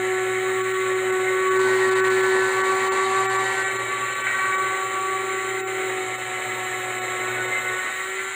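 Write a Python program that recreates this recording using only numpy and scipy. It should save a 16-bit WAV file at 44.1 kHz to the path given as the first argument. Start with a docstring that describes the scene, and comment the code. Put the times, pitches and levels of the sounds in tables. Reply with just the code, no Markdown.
"""First a steady shaft whine near 375 Hz: a rotary tool cuts a round hole in a garage's drywall ceiling.
Behind it lie mains hum, rolling-ball tones from the bearing, cooling air (shaped noise) and board rumble.
Noise grains strongest once a turn make the scrape; a two-second deeper bite adds a broad rasp.
Then ringing knocks mark the catches, a wobble chops the whine, and the loosening disc rattles.
Near the end the tool eases off: the hum drops away, the motor speeds up. Heard through a phone."""
import sys
import numpy as np
from scipy import signal
from scipy.fft import rfft, irfft
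from scipy.io import wavfile

SR = 44100
rng = np.random.default_rng(int(sys.argv[2]) if len(sys.argv) > 2 else 0)


def int16_out(signal):
    """Quantize to a 16-bit WAV file."""
    q = np.round(np.clip(np.atleast_2d(signal).T, -1, 1) * 32767)
    wavfile.write(sys.argv[1], SR, q.astype(np.int16))


N = 368220
TIME = np.arange(N) / SR


def undb(db):
    """Decibels to gain."""
    return 10 ** (np.asarray(db) / 20)


def unit(x):
    """Scale to an rms of one."""
    return x / np.sqrt(np.mean(x ** 2))


def curves(table):
    """One value per sample for each column of a time table."""
    s, *columns = np.transpose(table)
    return [np.interp(TIME, s, column) for column in columns]


def ramp(start, length):
    """Rise from zero to one in a straight line."""
    return np.clip((TIME - start) / length, 0, 1)


def walk(rate):
    """Smooth chance of spread one, changing about rate times a second."""
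    hz = np.arange(N // 2 + 1) * SR / N
    return unit(irfft(rfft(rng.standard_normal(N)) / (1 + (hz / rate) ** 2), N))


def colour(x, spectrum):
    """Give a sound a spectrum of (Hz, dB) points, joined over log frequency; rms one."""
    hz, db = np.transpose(spectrum)
    bins = np.arange(1, N // 2 + 2) * SR / N
    gain = undb(np.interp(np.log(bins), np.log(hz), db))
    return unit(irfft(rfft(x) * gain, N))


def ring(x, modes):
    """Pass a sound through parallel resonances with steep skirts; rms one."""
    bins = np.arange(1, N // 2 + 2) * SR / N
    response = 0
    for hz, width, db in modes:
        detuning = (bins ** 2 - hz ** 2) / (2 * bins * width)
        response = response + undb(db) / (1 + 1j * detuning) ** 2
    return unit(irfft(rfft(x) * response, N))


def tone(phase, scatter, rate):
    """A line of rms about one; scatter is the part that wanders in level and phase."""
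    wander = scatter * (walk(rate) + 1j * walk(rate)) / np.sqrt(2)
    line = np.exp(1j * (phase + 2 * np.pi * rng.random()))
    return np.sqrt(2 / (1 + scatter ** 2)) * np.imag((1 + wander) * line)


def grains(shaft, swing, grit_db):
    """Crumbling gypsum: dense noise ticks of uneven size, strongest once a turn."""
    size_db = grit_db * np.clip(walk(500), -1.6, 1.6)
    return rng.standard_normal(N) * (1 + swing * np.cos(shaft)) * undb(size_db)


GARAGE_T60_S = 0.19  # reverberation time


def garage(x, wet_db):
    """The place: bare garage walls add a short diffuse tail, from 4 ms on."""
    t = TIME[:SR]
    tail = rng.standard_normal(SR) * undb(-60 * t / GARAGE_T60_S) * (t > .004)
    tail = tail / np.sqrt(np.sum(tail ** 2))
    return x + undb(wet_db) * signal.fftconvolve(x, tail)[:N]


def nearby(x, echo_db, count):
    """Ceiling, hands and arms send back echoes 2-12 ms late, which ripple the spectrum; rms one."""
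    lags = (SR * rng.uniform(.002, .012, count)).astype(int)
    return unit(x + undb(echo_db) * sum(np.roll(x, lag) for lag in lags))


# mains hum, following how firmly the tool is pressed to the board: (time [s], level [dB])
HUM_LEVEL = [(0, -46.5), (1.45, -50.5), (1.6, -46), (2.35, -46), (2.95, -54.5), (3.3, -44), (3.7, -49.5),
             (5.2, -54), (5.8, -50), (7.45, -47), (7.78, -51), (7.88, -78), (8.35, -81)]


def hum(mains):
    """The field coils hum into the board at twice the mains rate, with one harmonic."""
    hum_db, = curves(HUM_LEVEL)
    lines = tone(mains, scatter=.06, rate=8) + undb(-7) * tone(2 * mains, scatter=.1, rate=5)
    return undb(hum_db + .9 * walk(4)) * lines


# bites into the board: (start [s], end [s], depth [0-1])
BITE_TIMES = [(1.545, 3.62, 0.79), (4.26, 4.5, 0.18), (5.7, 6.15, 0.02), (7.8, 8.4, 0.15)]
BITE_ATTACK_S, BITE_RELEASE_S = .04, .018


def bite_depth():
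    """How deep the bit is in the board, 0-1: each bite takes hold, stays and lets go."""
    return sum(depth * (ramp(start, BITE_ATTACK_S) - ramp(end, BITE_RELEASE_S))
               for start, end, depth in BITE_TIMES)


# spectrum of the cooling air: (frequency [Hz], relative level [dB per Hz])
AIR_SPECTRUM = [(2000, -7), (3100, 2), (3500, -8.5), (3850, 6.5), (4200, -3), (4500, -13), (5050, -27),
                (5800, -19), (6500, -3), (7350, 6), (7800, 3.5), (8400, 3), (9500, -6), (10700, -16),
                (11500, -14), (12600, -24.5), (14200, -25), (15100, -20), (15700, -30)]
# faint whistling of the air in the vents: (frequency [Hz], width [Hz], relative level [dB])
VENT_RESONANCES = [(3796, 164, 0), (5360, 20, -10), (6060, 42, -16.5)]
AIR_DB, BITE_AIR_DB = -40, 2.5  # light cutting; added by a full bite


def air(shaft, bite):
    """The fan blows noise through the vents, which resonate faintly."""
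    air_db = AIR_DB + BITE_AIR_DB * bite
    rush = nearby(colour(grains(shaft, swing=.08, grit_db=1.1), AIR_SPECTRUM), echo_db=-18, count=5)
    vents = undb(-14.5) * ring(rng.standard_normal(N), VENT_RESONANCES)
    return undb(air_db + .3 * walk(25)) * (rush + vents)


# rumble of the board before bites add to it: (time [s], level [dB])
RUMBLE_LEVEL = [(0, -43.5), (0.7, -45.5), (1.3, -42), (4.4, -41), (5.4, -43.5), (6.3, -43), (7.55, -41),
                (7.9, -45.5), (8.35, -51.5)]
# spectrum of the shaken board: (frequency [Hz], relative level [dB per Hz])
BOARD_SPECTRUM = [(20, -54), (55, -12), (130, -3.5), (180, -31), (260, -7.5), (330, 3), (480, 3.5),
                  (620, 5), (720, -3), (860, -0.5), (1200, 1), (1700, -12.5), (3000, -45)]
# the board's own ringing: (frequency [Hz], width [Hz], relative level [dB])
BOARD_RESONANCES = [(246, 12, 3), (547, 18, 5.5), (599, 80, -23), (855, 90, 6), (1050, 84, 4.5)]
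BITE_BOARD_DB = 1.5  # added by a full bite


def board(shaft, bite):
    """The grains of the cut shake the board, which rumbles and rings at its own modes."""
    board_db = curves(RUMBLE_LEVEL)[0] + BITE_BOARD_DB * bite
    rumble = colour(grains(shaft, swing=.46, grit_db=1), BOARD_SPECTRUM)
    ringing = undb(-6) * ring(grains(shaft, swing=.18, grit_db=0), BOARD_RESONANCES)
    return undb(board_db + 2.04 * walk(11)) * (rumble + ringing)


# as the cut closes the disc rattles more and more, until the bit leaves it
DISC_START_S, DISC_END_S, DISC_FADE_S, DISC_DB = 6, 7.72, .092, -42  # mean level at the loosest
# ringing of the loose disc: (frequency [Hz], width [Hz], relative level [dB])
DISC_RESONANCES = [(493, 32, 4), (594, 62, -4)]


def disc(shaft):
    """The nearly freed disc of board rings under the grains, louder as it loosens."""
    looseness = ramp(DISC_START_S, DISC_END_S - DISC_START_S) - ramp(DISC_END_S, DISC_FADE_S)
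    rattle = ring(grains(shaft, swing=.2, grit_db=3), DISC_RESONANCES)
    return undb(DISC_DB + 2.1 * walk(12)) * looseness * rattle


# spectrum of the scraping bit: (frequency [Hz], relative level [dB per Hz])
SCRAPE_SPECTRUM = [(400, -52), (950, -16.5), (1250, 1), (1450, -7), (1750, 1.5), (2050, 7), (2220, 2.5),
                   (2350, -2), (2600, -7), (2850, -9), (3200, -10), (3500, -15), (4200, -39), (5000, -68)]
SCRAPE_DB, BITE_SCRAPE_DB = -33.5, -1.5  # light cutting; added by a full bite


def scrape(shaft, bite):
    """The bit scrapes gypsum once a turn, a little softer in a deep bite."""
    scrape_db = SCRAPE_DB + BITE_SCRAPE_DB * bite
    rub = nearby(colour(grains(shaft, swing=.44, grit_db=1), SCRAPE_SPECTRUM), echo_db=-15.5, count=5)
    return undb(scrape_db + 1.2 * walk(16)) * rub


# spectrum of the deep rasp: (frequency [Hz], relative level [dB per Hz])
RASP_SPECTRUM = [(60, -40), (180, -63), (250, 2), (400, -51), (600, -0.5), (1000, 18.5), (1300, -4),
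                 (1900, 15.5), (2600, -6.5), (4300, 1.5), (5300, -16.5), (6800, -5), (9000, -52.5),
                 (14000, -29)]
# drumming of the board in a deep bite: (frequency [Hz], width [Hz], relative level [dB])
DRUM_RESONANCES = [(245, 28, 6), (534, 24, 10)]
RASP_DB = -30  # broad part, in a full bite


def rasp(shaft, bite):
    """A deep bite tears broad noise from the gypsum and makes the board drum."""
    crumbs = grains(shaft, swing=.1, grit_db=-1.5)
    drumming = undb(-16.5) * ring(crumbs, DRUM_RESONANCES)
    return undb(RASP_DB) * bite * (colour(crumbs, RASP_SPECTRUM) + drumming)


def cutting(shaft, bite):
    """Board and scrape carry the garage's tail; rasp and air stay dry."""
    near = board(shaft, bite) + scrape(shaft, bite)
    return garage(near, wet_db=-4.5) + rasp(shaft, bite) + air(shaft, bite)


# brief dips: (centre time [s], nominal length [s], treble depth [dB])
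DIP_TIMES = [(.627, .018, 9), (.731, .012, 10), (.944, .015, 7), (1.117, .012, 11), (1.498, .015, 11),
             (1.584, .014, 14), (1.905, .013, 10), (1.947, .013, 14), (2.023, .028, 26), (2.094, .014, 11),
             (2.223, .014, 9), (2.629, .014, 12), (2.902, .026, 24), (3.281, .028, 32), (3.378, .015, 9),
             (3.781, .013, 13), (4.145, .011, 13), (4.231, .015, 13), (4.57, .018, 11), (5.643, .048, 27),
             (6.172, .015, 9), (7.005, .02, 8), (7.472, .014, 9)]


def dips(x):
    """The level dips briefly, most of all in the treble."""
    dip_db = 0
    for s, length, db in DIP_TIMES:
        corners = s + length * np.array([-.7, -.3, .3, .7])
        dip_db = dip_db + np.interp(TIME, corners, [0, db, db, 0])
    low = signal.sosfiltfilt(signal.butter(5, 2100, fs=SR, output="sos"), x)
    return low * undb(-.6 * dip_db) + (x - low) * undb(-dip_db)


# the bit catches and squawks: (start time [s], nominal length [s], level [dB])
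CATCH_TIMES = [(4.266, .02, -17), (4.298, .04, -22), (4.357, .02, -30), (4.386, .02, -21),
               (4.452, .03, -23), (4.518, .032, -23), (4.578, .02, -32), (7.32, .04, -33), (7.8, .025, -32),
               (8.09, .04, -36)]
# what a catch rings: (frequency [Hz], width [Hz], relative level [dB])
BIT_RESONANCES = [(1220, 290, -10), (1520, 150, 10), (1850, 370, 7), (2130, 390, 9.5)]


def catches(shaft):
    """When the bit catches it knocks once a turn, unevenly, and rings with the tool's body."""
    jitter = .087 * walk(42)
    knocks = np.exp(12 * (np.cos(shaft + jitter) - 1)) * undb(1.9 * walk(200))
    push = np.zeros(N)
    for s, length, db in CATCH_TIMES:
        corners = [s, s + .003, s + length * .7, s + length * 1.2]
        push += undb(db) * np.interp(TIME, corners, [0, 1, .85, 0])
    return garage(push * ring(knocks, BIT_RESONANCES), wet_db=-9)


# the bearing's middle tone, before a small trim: (time [s], level [dB])
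RACE_LEVEL = [(0.0, -38), (1.0, -43.5), (2.4, -30.5), (2.9, -39.5), (3.34, -34), (4.5, -44), (5.56, -56),
              (6.56, -41.5), (8.34, -43)]
# swells of the upper tone to a squeal: (peak time [s], half length [s], level [dB])
SQUEAL_TIMES = [(1.274, 0.07, -32), (7.577, 0.13, -29.5)]
BALL_PASS = 3.598  # balls passing one point of the race in a turn
LOWER_TONE_DB, UPPER_TONE_DB, TOP_TONE_DB = -40, -45.5, -52  # in light cutting
BITE_BEARING_DB = 4.5  # added to these three by a full bite


def bearing(shaft, mains, bite):
    """Balls rolling over the race give tones one shaft rate apart; the upper ones are rough."""
    middle_db, = curves(RACE_LEVEL)
    race = BALL_PASS * shaft
    load = undb(BITE_BEARING_DB * bite)
    squeal = sum(undb(db) * np.exp(-((TIME - s) / half) ** 2) for s, half, db in SQUEAL_TIMES)
    lower = undb(LOWER_TONE_DB) * load * tone(race, scatter=.19, rate=13)
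    middle = undb(middle_db + .5) * tone(race + shaft, scatter=.17, rate=21)
    upper = (undb(UPPER_TONE_DB) * load + squeal) * tone(race + 2 * shaft, scatter=2, rate=32)
    top = undb(TOP_TONE_DB) * load * tone(race + 3 * shaft, scatter=.95, rate=5.3)
    return (lower + middle + upper + top) * (1 + .11 * np.cos(mains))


# the whine fades as the tool moves under the ceiling: spread, and changes a second
FADE_DEPTH, FADE_HZ = 1, 6.9


def fading():
    """Sound and ceiling echo interfere: a level of rms one with plateaus and sudden notches."""
    echo = FADE_DEPTH * (walk(FADE_HZ) + 1j * walk(FADE_HZ))
    return unit(np.tanh(np.abs(1 + echo) / 2))


# wobble of the bit in its slot: (time [s], mean rate [wobbles per s], depth [0-1])
SLOT_WOBBLE = [(0, 20, .02), (3.2, 20, .03), (3.75, 21, .34), (4.7, 22, .3), (5.2, 26, .34), (5.6, 32, .3),
               (6.1, 56, .18), (6.3, 58, .07), (8.35, 58, .06)]


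def wobble_flutter():
    """The wobbling bit chops the level, at an uneven rate, around a mean of one."""
    wobble_hz, depth = curves(SLOT_WOBBLE)
    wobble = np.cumsum(wobble_hz * (1 + .12 * walk(18.3))) / SR
    return 1 + depth * (np.pi * np.abs(np.sin(np.pi * wobble)) - 2)


# shaft harmonics 1, 2, 3 (main whine of the cut), and 4 and 5 alike; each is trimmed by under 1 dB # and, all
# but the second, moved by its flutter or fading: (time [s], level [dB])
FIRST_LEVEL = [(0.0, -25.0), (1.48, -23), (1.58, -20.5), (2.34, -20), (2.52, -25), (3.1, -25.5),
               (4.32, -43.0), (4.62, -33), (4.94, -36.5), (5.1, -31.5), (6.02, -28.5), (6.16, -38.5),
               (7.48, -32.5), (7.58, -42), (7.76, -34), (7.86, -48.0), (8.16, -32.5), (8.34, -43.5)]
SECOND_LEVEL = [(0.0, -38), (0.52, -39), (0.76, -47.5), (1.14, -36.5), (1.64, -47), (3.36, -31), (4.2, -57),
                (4.76, -38.5), (7.16, -37.5), (8.34, -50.5)]
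THIRD_LEVEL = [(0, -42), (.66, -31.5), (1.26, -37.5), (1.48, -27), (1.7, -34), (1.86, -29), (2.44, -34.5),
               (2.6, -25.5), (3.15, -26), (3.58, -28.5), (3.7, -36), (3.98, -29), (4.25, -35.5),
               (4.42, -27.5), (5.2, -30.5), (5.7, -41), (6.3, -45), (7.5, -37.5), (8.35, -43.5)]
UPPER_LEVEL = [(0, -41), (1.28, -37.5), (1.76, -29), (3.15, -36.5), (3.62, -33), (3.98, -42), (4.25, -36),
               (4.31, -29.5), (5.1, -42.5), (5.4, -39), (6.4, -46.5), (7.2, -41), (7.35, -35.5), (7.8, -35),
               (8.35, -46)]
# weaker harmonics: (multiple of the shaft rate, level before the shared gain [dB])
WEAK_HARMONICS = [(6, -43), (7, -48.5), (8, -51.5), (9, -57), (10, -51.5), (11, -56.5), (16, -95),
                  (17, -90), (21, -54)]
# shared gain of the weaker harmonics: (time [s], level [dB])
WEAK_GAIN = [(0, -4), (2, 2), (4.3, 3), (5.3, -3.5), (7.6, 3.5), (8.35, -7)]
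# shaft harmonics within reach of the nose's resonances: (multiple of the shaft rate)
NOSE_HARMONICS = [18, 19, 20, 21]
# the nose sings when a high harmonic meets it: (frequency [Hz], width [Hz], relative level [dB])
NOSE_RESONANCES = [(7328, 110, 5), (7560, 610, -9)]
WHISTLE_ORDER = 40  # cycles a turn


def whine(shaft, mains):
    """Shaft harmonics; mains pulses of torque shake all but the top whistle."""
    levels = (FIRST_LEVEL, SECOND_LEVEL, THIRD_LEVEL, UPPER_LEVEL)
    first_db, second_db, third_db, upper_db = (curves(table)[0] for table in levels)
    first = undb(first_db - .23) * wobble_flutter() * tone(shaft, scatter=.12, rate=8.4)
    second = undb(second_db + .1) * tone(2 * shaft, scatter=.42, rate=19)
    third = undb(third_db + .8) * fading() * tone(3 * shaft, scatter=.21, rate=42)
    fourth = undb(upper_db + .75) * fading() * tone(4 * shaft, scatter=.46, rate=29)
    fifth = undb(upper_db + .5) * fading() * tone(5 * shaft, scatter=.18, rate=16)
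    weak = sum(undb(db) * tone(k * shaft, scatter=2.5, rate=24) for k, db in WEAK_HARMONICS)
    weak = undb(curves(WEAK_GAIN)[0]) * weak
    nose_drive = sum(tone(k * shaft, scatter=4.5, rate=58) for k in NOSE_HARMONICS)
    nose = undb(-44) * ring(nose_drive, NOSE_RESONANCES)
    whistle = undb(-53) * tone(WHISTLE_ORDER * shaft, scatter=.22, rate=14)
    higher = second + third + fourth + fifth + weak + nose
    return first * (1 + .051 * np.cos(mains)) + higher * (1 + .05 * np.cos(mains)) + whistle


# motor speed: (time [s], shaft rate [turns per s])
MOTOR_SPEED = [(0, 373.8), (0.3, 374.2), (0.55, 376.2), (0.75, 376.4), (1.17, 373.6), (1.6, 377.0),
               (2.25, 377.0), (2.9, 380.4), (3.15, 382.3), (4.15, 381.6), (4.35, 380.1), (5.1, 380.9),
               (5.72, 379.1), (6.1, 373.0), (6.33, 371.6), (7.1, 370.1), (7.8, 370.7), (8.07, 378.3),
               (8.35, 383.2)]


def scene():
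    """One shaft drives the whine, the bearing and the cut; the bite shapes bearing and cut."""
    shaft_hz, = curves(MOTOR_SPEED)
    shaft = 2 * np.pi * np.cumsum(shaft_hz) / SR
    mains = 2 * np.pi * 120 * TIME  # twice the mains rate
    bite = bite_depth()
    cut = dips(cutting(shaft, bite) + disc(shaft))
    mix = hum(mains) + cut + catches(shaft) + bearing(shaft, mains, bite) + whine(shaft, mains)
    return mix[None]


TOP_HZ = 15750


def record(dry):
    """The microphone: a phone cuts the deepest bass and the top."""
    thin = signal.sosfilt(signal.butter(3, 38, "high", fs=SR, output="sos"), dry)
    return signal.sosfilt(signal.ellip(10, .2, 80, TOP_HZ, fs=SR, output="sos"), thin)


dry = scene()
out = record(dry)
int16_out(out)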